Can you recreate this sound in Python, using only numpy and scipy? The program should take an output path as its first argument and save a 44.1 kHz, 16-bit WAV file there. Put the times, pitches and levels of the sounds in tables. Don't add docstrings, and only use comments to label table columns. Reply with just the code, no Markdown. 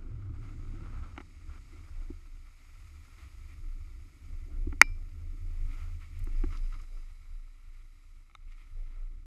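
import sys
import numpy as np
from scipy import signal
from scipy.fft import rfft, irfft, next_fast_len
from scipy.io import wavfile
from scipy.ndimage import map_coordinates

SR = 44100
rng = np.random.default_rng(int(sys.argv[2]) if len(sys.argv) > 2 else 0)


def master_out(mix):
    frames = np.transpose(np.atleast_2d(mix))
    ceiling = np.clip(frames, -1, 1)
    pcm = np.round(ceiling * 32767).astype(np.int16)
    wavfile.write(sys.argv[1], SR, pcm)


N = 408347


def amp(db):
    return 10 ** (np.asarray(db) / 20)


def unit(x):
    return x / np.sqrt(np.mean(x ** 2) + 1e-20)


def peaked(x):
    return x / (np.max(np.abs(x)) + 1e-20)


def clock(length):
    return np.arange(length) / SR


def noise(length):
    return rng.standard_normal(length)


def decay(t, t60):
    return amp(-60 * t / t60)


def curve(rows):
    times, values = np.transpose(rows)
    return np.interp(clock(N), times, values)


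def wobble(rate):
    knots = noise(int(N * rate / SR) + 4)
    return map_coordinates(knots, [np.arange(N) * rate / SR])


def coloured(x, spectrum):
    size = next_fast_len(2 * len(x))
    hz, db = np.transpose(spectrum)
    log_bins = np.log(np.fft.rfftfreq(size, 1 / SR) + 1)
    gain = amp(np.interp(log_bins, np.log(hz), db))
    return unit(irfft(rfft(x, size) * gain, size)[:len(x)])


def muffled(x, top_hz):
    return signal.sosfilt(signal.butter(N=4, Wn=top_hz, fs=SR, output="sos"), x)


def grains(rate, spread_db):
    present = rng.random(N) < rate / SR
    return unit(present * noise(N) * amp(spread_db * noise(N)))


def swells(rows, rise_s, fall_s):
    t, power = clock(N), np.zeros(N)
    for start, length, db in rows:
        near = slice(max(0, int((start - rise_s) * SR)), int((start + length + fall_s) * SR))
        attack = np.clip(1 + (t[near] - start) / rise_s, 0, 1)
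        since_end = np.maximum(t[near] - start - length, 0)
        power[near] += (attack * amp(db) * decay(since_end, fall_s)) ** 2
    return np.sqrt(power)


def wavering(hz, drift, rate):
    pitch = hz * (1 + drift * wobble(rate))
    return unit(np.sin(2 * np.pi * np.cumsum(pitch) / SR))


def ring(modes, t):
    out = np.zeros(len(t))
    for k, (hz, db, t60) in enumerate(modes):
        out += (-1) ** k * amp(db) * decay(t, t60) * np.sin(2 * np.pi * hz * t)
    return out


def add(track, start, sound):
    part = track[round(start * SR):][:len(sound)]
    part += sound[:len(part)]


# (time [s], level [dB])
PRESSURE = [(0, -79.5), (.3, -81.5), (.42, -73.5), (1.45, -72.5), (1.75, -71), (2.35, -74.5), (2.8, -71.5),
            (3.25, -70.5), (3.7, -73.5), (4.3, -73.5), (4.75, -75.5), (5.3, -75), (5.78, -70.5),
            (6.15, -73.5), (6.5, -70.5), (7.6, -77.5), (8.1, -76.5), (8.4, -81.5), (8.7, -77),
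            (9.26, -81.5)]
# (start [s], length [s], level [dB])
SKIDS = [(.14, 0.092, -75), (.43, 0.064, -70.5), (1.52, 0.043, -69.5), (3.19, 0.064, -65),
         (3.48, 0.055, -67.5), (5.72, 0.0267, -62), (5.78, 0.0495, -64), (6.01, 0.0427, -64.5),
         (6.12, 0.105, -67.5), (6.32, 0.095, -67), (7.74, 0.059, -73.5), (8.485, 0.03, -72),
         (8.515, 0.014, -67.5), (8.58, 0.045, -68), (8.78, 0.22, -74)]
# (start [s], length [s], level [dB])
BITES = [(0, 0.764, -70), (.33, 0.0347, -67), (.44, 0.07, -65.5), (.77, 0.447, -65), (.825, 0.062, -60.5),
         (.942, 0.014, -63), (1.004, 0.0101, -66), (1.037, 0.0152, -61.5), (1.5, 0.078, -65),
         (1.69, 0.392, -70), (3.08, 0.19, -70.5), (4.5, 0.069, -70.5), (4.88, 0.0157, -67.5),
         (5.76, 0.134, -68), (7.26, 0.038, -75.5), (8.88, 0.166, -75)]
# (time [s], share [0-1])
TURN = [(0, 0.01), (6.25, 0), (6.6, 0.8), (9.26, 0.92)]
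# (time [s], level [dB])
FINENESS = [(0, -3.5), (1.2, -5), (2.3, 0.5), (5.5, 2), (6.3, 1), (9.26, 0)]
# (frequency [Hz], relative level [dB per Hz])
GLIDE_COLOUR = [(400, -42), (600, -21.5), (950, -16.5), (1150, -9.5), (1300, -2.5), (1400, -8), (1530, -22),
                (1750, -10.5), (2050, -1.5), (2290, -1.5), (2520, -8), (3200, -14.5), (5000, -25),
                (10000, -69.5)]
SCRAPE_COLOUR = [(200, -21), (450, -8), (850, -7), (1000, -6), (1150, -1), (1340, 4), (1450, -3),
                 (1620, -9), (1850, -13), (2200, -11), (2800, -17), (5000, -29.5), (10000, -70)]
SPRAY_AHEAD_COLOUR = [(2000, -24), (3300, -10), (3850, -1.5), (4250, -5), (4750, 0), (5350, -1.5),
                      (5850, -6.5), (6700, 0), (7300, -6), (7750, -3), (8500, -8), (11300, -8.5),
                      (14900, -19), (15500, -60.5)]
SPRAY_BEHIND_COLOUR = [(2000, -27.5), (3100, -6.5), (3600, -8.5), (3900, 4.5), (4400, -7.5), (4750, 1),
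                       (5700, -3), (7900, -3), (9100, -9.5), (10000, -5), (11800, -7.5), (15000, -25),
                       (15500, -60)]
LIGHT_DB = -74
GLIDE_DB, GRIT_DB = -71.5, -76
GLIDE_GROWS, GRIT_GROWS = 1, 1
FINE_HZ = 10000


def skis():
    pressure_db = curve(PRESSURE)
    load_db = pressure_db - LIGHT_DB + 0.68 * wobble(7.4)
    chatter = wobble(65)
    skid = swells(SKIDS, rise_s=0.024, fall_s=0.212)
    bite = swells(BITES, rise_s=0.032, fall_s=0.144)

    sliding = np.hypot(amp(GLIDE_DB + GLIDE_GROWS * load_db), skid)
    glide_grains = coloured(grains(rate=8100, spread_db=0.5), GLIDE_COLOUR)
    glide = sliding * amp(0.66 + 1.0 * chatter) * glide_grains

    cutting = np.hypot(amp(GRIT_DB + GRIT_GROWS * load_db), bite)
    scrape_grains = coloured(grains(rate=3200, spread_db=1.8), SCRAPE_COLOUR)
    scrape = cutting * amp(0.07 + 1.7 * chatter) * scrape_grains

    thrown = np.sqrt(amp(pressure_db) ** 2 + (amp(-11.0) * skid) ** 2 + (amp(-25.0) * bite) ** 2)
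    turn = curve(TURN)
    ahead = np.sqrt(1 - turn) * coloured(grains(rate=48000, spread_db=1.5), SPRAY_AHEAD_COLOUR)
    behind = np.sqrt(turn) * coloured(grains(rate=38000, spread_db=1.5), SPRAY_BEHIND_COLOUR)
    spray = thrown * amp(-0.0629 + 0.4 * chatter) * (ahead + behind)
    high_pass = signal.butter(N=4, Wn=FINE_HZ, btype="high", fs=SR, output="sos")
    fine = signal.sosfiltfilt(high_pass, spray)
    return glide + scrape + spray + (amp(curve(FINENESS)) - 1) * fine


# (time [s], level [dB])
AIRFLOW = [(0, -57.5), (.9, -59), (1.3, -69), (1.55, -66.5), (2.05, -69), (2.2, -70.5), (2.6, -79),
           (2.9, -71.5), (3.35, -70.5), (4.2, -67.5), (4.72, -60), (5.05, -67.5), (5.6, -64.5),
           (6.05, -70.5), (6.42, -60), (7.2, -80), (8.2, -81), (9.26, -74)]
# (time [s], flutter level [dB])
FLUTTERING = [(0, -69.5), (.65, -63.5), (.82, -52), (1.1, -63.5), (1.35, -74), (2.15, -77.5), (2.4, -99),
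              (4.2, -94), (4.65, -66), (5.1, -76.5), (6.1, -83), (6.42, -61.5), (6.9, -77.5), (7.3, -92.5)]
# (start [s], length [s], relative level [dB])
EDDIES = [(.13, 0.176, -42.5), (.42, 0.621, -47), (1.75, .4, -51.5), (2.8, .2, -52), (3.55, 0.273, -50.5),
          (4.9, .08, -44), (5.14, 0.118, -40.5), (5.42, 0.21, -45.5), (5.82, 0.1013, -42.5),
          (6.1, 0.122, -44.5)]
# (time [s], tone [Hz])
EDDY_PITCH = [(0, 106.6), (.9, 100.6), (1.3, 78.88), (3.7, 77), (5.2, 81.9), (6.2, 79.06), (9.26, 78)]
# (frequency [Hz], relative level [dB per Hz])
BUFFET_COLOUR = [(15, -18.5), (30, 0), (42, 2), (55, 0.5), (75, 5.5), (110, -12), (160, -23), (250, -31),
                 (500, -48), (1000, -82)]
BOOM_COLOUR = [(90, -28.5), (150, -7.5), (230, -5.5), (275, 4), (340, 0), (430, -16), (700, -24.5),
               (1200, -44), (3000, -90)]
FLUTTER_COLOUR = [(80, -29.5), (130, -2), (180, 0), (230, -4), (330, -19.5), (700, -49.5), (2000, -100)]
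CALM_DB = -70
BUFFET_DB, BUFFET_GROWS = -52.5, 0.69


def wind():
    air_db = curve(AIRFLOW)
    spells = swells(EDDIES, rise_s=0.05, fall_s=0.606) * amp(-1.5 + 2.6 * wobble(24))
    eddies = spells * wavering(curve(EDDY_PITCH), drift=0.07, rate=40)
    buffet_db = BUFFET_DB + BUFFET_GROWS * (air_db - CALM_DB) + 2.6 * wobble(12)
    buffet = amp(buffet_db) * coloured(noise(N), BUFFET_COLOUR)
    boom = amp(air_db - 0.58 + 2.4 * wobble(23)) * coloured(noise(N), BOOM_COLOUR)
    flutter = amp(curve(FLUTTERING) + 1.4 * wobble(30)) * coloured(noise(N), FLUTTER_COLOUR)
    return eddies + buffet + boom + flutter


# (time [s], relative level [dB])
JOLTS = [(.07, -41), (.39, -41), (.68, -36.5), (.95, -38.5), (1.5, -47), (2.0, -35), (2.33, -45),
         (3.68, -34.5), (4.38, -38), (4.61, -29), (4.9, -32.5), (5.3, -35), (5.48, -33), (5.639, -29),
         (5.93, -39.5), (6.24, -33.5), (6.4, -25), (6.64, -28), (6.969, -36), (7.35, -38), (7.7, -45),
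         (8.48, -42), (8.8, -34), (9.03, -35)]
SWAY_HZ = 28.03
SWAY_REST_DB = -53.5


def pole():
    jolts = swells([(time, 0, db) for time, db in JOLTS], rise_s=0.11, fall_s=0.8)
    swing = jolts + amp(SWAY_REST_DB + 4 * wobble(7))
    return amp(-0.5) * swing * wavering(SWAY_HZ, drift=0.045, rate=22)


# (start [s], length [s], relative level [dB])
PUFFS = [(.03, 0.045, -74.5), (1.97, 0.061, -72), (2.1, 0.01, -71), (4.31, 0.034, -72.5),
         (4.5, 0.177, -70.5), (4.98, 0.045, -71), (5.21, 0.043, -72.5), (5.45, 0.2004, -74.5),
         (5.84, 0.077, -74.5), (6.3, 0.19, -72.5), (6.59, 0.056, -71.5), (6.75, 0.077, -74),
         (6.91, 0.078, -70.5), (8.77, 0.0585, -70), (8.97, 0.0555, -72.5)]
# (frequency [Hz], relative level [dB per Hz])
PUFF_COLOUR = [(200, -17), (350, 2), (500, 1), (700, -0.5), (950, -14.5), (2000, -45.5)]


def puffs():
    puff = swells(PUFFS, rise_s=0.0247, fall_s=0.12)
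    return amp(-2.0) * puff * coloured(noise(N), PUFF_COLOUR)


# (time [s], clack, thud and snap [relative dB], treble limit [Hz])
KNOCKS = [(1.163, -49, -68.5, -74.5, 2500), (1.178, -33, -41.5, -51, 3300),
          (1.2031, -41.5, -45.5, -62, 2600), (1.208, -51, -53.5, -56.5, 3000),
          (1.2125, -53, -61.5, -57.5, 3000), (2.101, -55, -37, -90, 1250), (4.67, -53.5, -34.5, -85, 1100),
          (4.7248, -45, -45.5, -71, 2800), (4.7285, -48, -53, -85.5, 1900),
          (6.271, -48.5, -45.5, -78, 2200), (6.437, -40, -32.5, -68, 2300), (6.4405, -47, -56, -85, 1500)]
# (frequency [Hz], relative level [dB], 60 dB decay [s])
CASE_MODES = [(530, -15, .0215), (720, -7, .024), (860, -6.5, .026), (1150, -2.5, .018), (1350, -1.5, .019),
              (1610, -6, .0068), (1940, -4, .015), (2220, -3.5, .015), (2950, -9, .014)]
MOUNT_MODES = [(280, 1.5, 0.046), (356, -2.5, 0.052)]
# (frequency [Hz], relative level [dB per Hz])
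PUSH_COLOUR = [(200, -20), (400, -5), (620, -9), (1000, -1), (2000, 0.5), (2700, -7), (4500, -35.5),
               (9000, -80.5)]
SNAP_COLOUR = [(500, -40), (1500, -17), (2150, 16.5), (3100, -16), (3870, 6), (4500, -18.5), (5800, -4),
               (9500, -29.5), (15000, -60)]


def knocks():
    out, t = np.zeros(N), clock(SR // 8)
    for time, clack_db, thud_db, snap_db, top_hz in KNOCKS:
        contact = 0.033 * noise(len(t)) * decay(t, 0.0236)
        contact[0] = 1
        shell = peaked(signal.fftconvolve(contact, ring(CASE_MODES, t))[:len(t)])
        push = peaked(coloured(noise(len(t)), PUSH_COLOUR) * decay(t, 0.024))
        clack = amp(clack_db + 3.0) * peaked(shell + 0.597 * push)
        thud = amp(thud_db + 2.5) * peaked(ring(MOUNT_MODES, t))
        snap = amp(snap_db + 2.5) * coloured(noise(len(t)), SNAP_COLOUR) * decay(t, 0.0208)
        add(out, time, muffled(clack + thud, top_hz) + snap)
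    return out


# (start [s], length [s], relative level [dB])
CLUMPS = [(3.2, 0.06, -68.5), (5.78, 0.034, -67), (6.02, 0.017, -64), (6.508, 0.012, -58.5),
          (6.528, 0.03, -53.5), (6.727, 0.024, -56), (6.79, 0.022, -64), (6.97, 0.042, -69.5)]
# (frequency [Hz], relative level [dB per Hz])
CLUMP_COLOUR = [(300, -25.5), (900, -14), (1130, -0.5), (1300, 5), (1440, -5), (1600, -14), (1900, -9),
                (2180, -3), (2450, -12.5), (2850, -10.5), (3400, -21.5), (3900, -14.5), (4400, -25),
                (6400, -22.5), (12000, -48)]


def clumps():
    burst = swells(CLUMPS, rise_s=0.009, fall_s=0.086) * amp(-0.5 + 0.74 * wobble(110))
    return burst * coloured(grains(rate=3000, spread_db=2.0), CLUMP_COLOUR)


# (time [s], relative level [dB])
BLOW = [(4.8146, -0.5), (4.8239, -32)]
# (frequency [Hz], relative level [dB], 60 dB decay [s])
SHELL_MODES = [(820, -5, .0135), (1343, 6.5, .0102), (1947, 13.2, .0085), (2210, 13.8, .009),
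               (2400, 4.5, .0128), (2800, -16.5, .018), (3808, -20.4, .019), (4950, -21.4, .0055)]
SHOVE_MODES = [(166, -29, .04)]
POLE_MODES = [(2353, -1.5, .3), (2893, -21.5, .24), (3898, -20, .19), (4290, -24, .13), (4554, -24, .19),
              (4834, -21.5, .26), (5157, -21, .38), (5227, -24, .45), (5329, -25, .38)]


def blow():
    out, t = np.zeros(N), clock(SR // 2)
    for time, db in BLOW:
        add(out, time, amp(db) * ring(SHELL_MODES, t))
    pole_ring = amp(-40.0) * ring(POLE_MODES, t)
    rock = amp(-26.5) * ring(MOUNT_MODES, t)
    rattle = amp(-30.0) * coloured(noise(len(t)), PUSH_COLOUR) * decay(t, 0.044)
    first_hit = BLOW[0][0]
    add(out, first_hit, pole_ring + rock + rattle + ring(SHOVE_MODES, t))
    return out


# (time [s], relative peak level [dB], centre [Hz])
CRUMBS = [(6.192, -48, 9500), (6.241, -44, 9000), (6.572, -43, 3700), (6.665, -53, 2600),
          (6.743, -51, 2800), (6.816, -50.5, 5500), (8.52, -52, 3497)]


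def crumbs():
    out, t = np.zeros(N), clock(SR // 30)
    for time, db, hz in CRUMBS:
        colour = [(hz / 4, -22), (hz, 0), (hz * 2, -11), (hz * 4, -45)]
        tick = coloured(noise(len(t)), colour) * decay(t, 0.025)
        add(out, time, amp(db - 5.0) * peaked(tick))
    return out


# (start [s], length [s], level [dB])
SIFTS = [(6.37, .04, -72), (6.52, .06, -71), (6.63, .19, -74), (6.93, .08, -77)]
# (frequency [Hz], relative level [dB per Hz])
SIFT_COLOUR = [(3000, -35), (4400, -18), (4800, 0), (5150, 0), (5700, -15), (6450, -7), (7300, -22),
               (10800, -14), (15000, -45)]


def sifting():
    flow = swells(SIFTS, rise_s=0.03, fall_s=0.3)
    return flow * coloured(grains(rate=9000, spread_db=1.5), SIFT_COLOUR)


# (time [s], peak level before the low cut [dB], treble limit [Hz])
TAPS = [(8.2977, -53, 3000), (8.3124, -54.5, 3000), (8.342, -60, 2800), (8.3508, -37.5, 9800)]
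# (frequency [Hz], relative level [dB], 60 dB decay [s])
TAP_MODES = [(835, -11.5, .0345), (1070, -7.5, .022), (1300, 1, .019), (1685, -19, .02), (2190, 3, .0135),
             (3120, -12, .012), (3600, -5, .013), (3880, -2.5, .014), (5600, -8.5, .004), (6450, -11, .005),
             (8250, -12.5, .005), (9550, -16, .005)]
TAP_LOW_HZ = 650


def taps():
    out, t = np.zeros(N), clock(SR // 16)
    for time, db, top_hz in TAPS:
        contact = 0.07 * noise(len(t)) * decay(t, 0.0071)
        contact[0] = 1
        shell = signal.fftconvolve(contact, ring(TAP_MODES, t))[:len(t)]
        add(out, time, amp(db) * peaked(muffled(shell, top_hz)))
    low_cut = signal.butter(N=3, Wn=TAP_LOW_HZ, btype="high", fs=SR, output="sos")
    return signal.sosfilt(low_cut, out)


def scene():
    steady = skis() + wind() + pole()
    snow = clumps() + crumbs() + sifting()
    strikes = knocks() + blow() + taps()
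    return (steady + puffs() + snow + strikes)[None]


TOP_HZ = 15900


def record(dry):
    overloaded = np.clip(dry, -1, 1)
    low_pass = signal.butter(N=12, Wn=TOP_HZ, fs=SR, output="sos")
    return signal.sosfiltfilt(low_pass, overloaded)


dry = scene()
out = record(dry)
master_out(out)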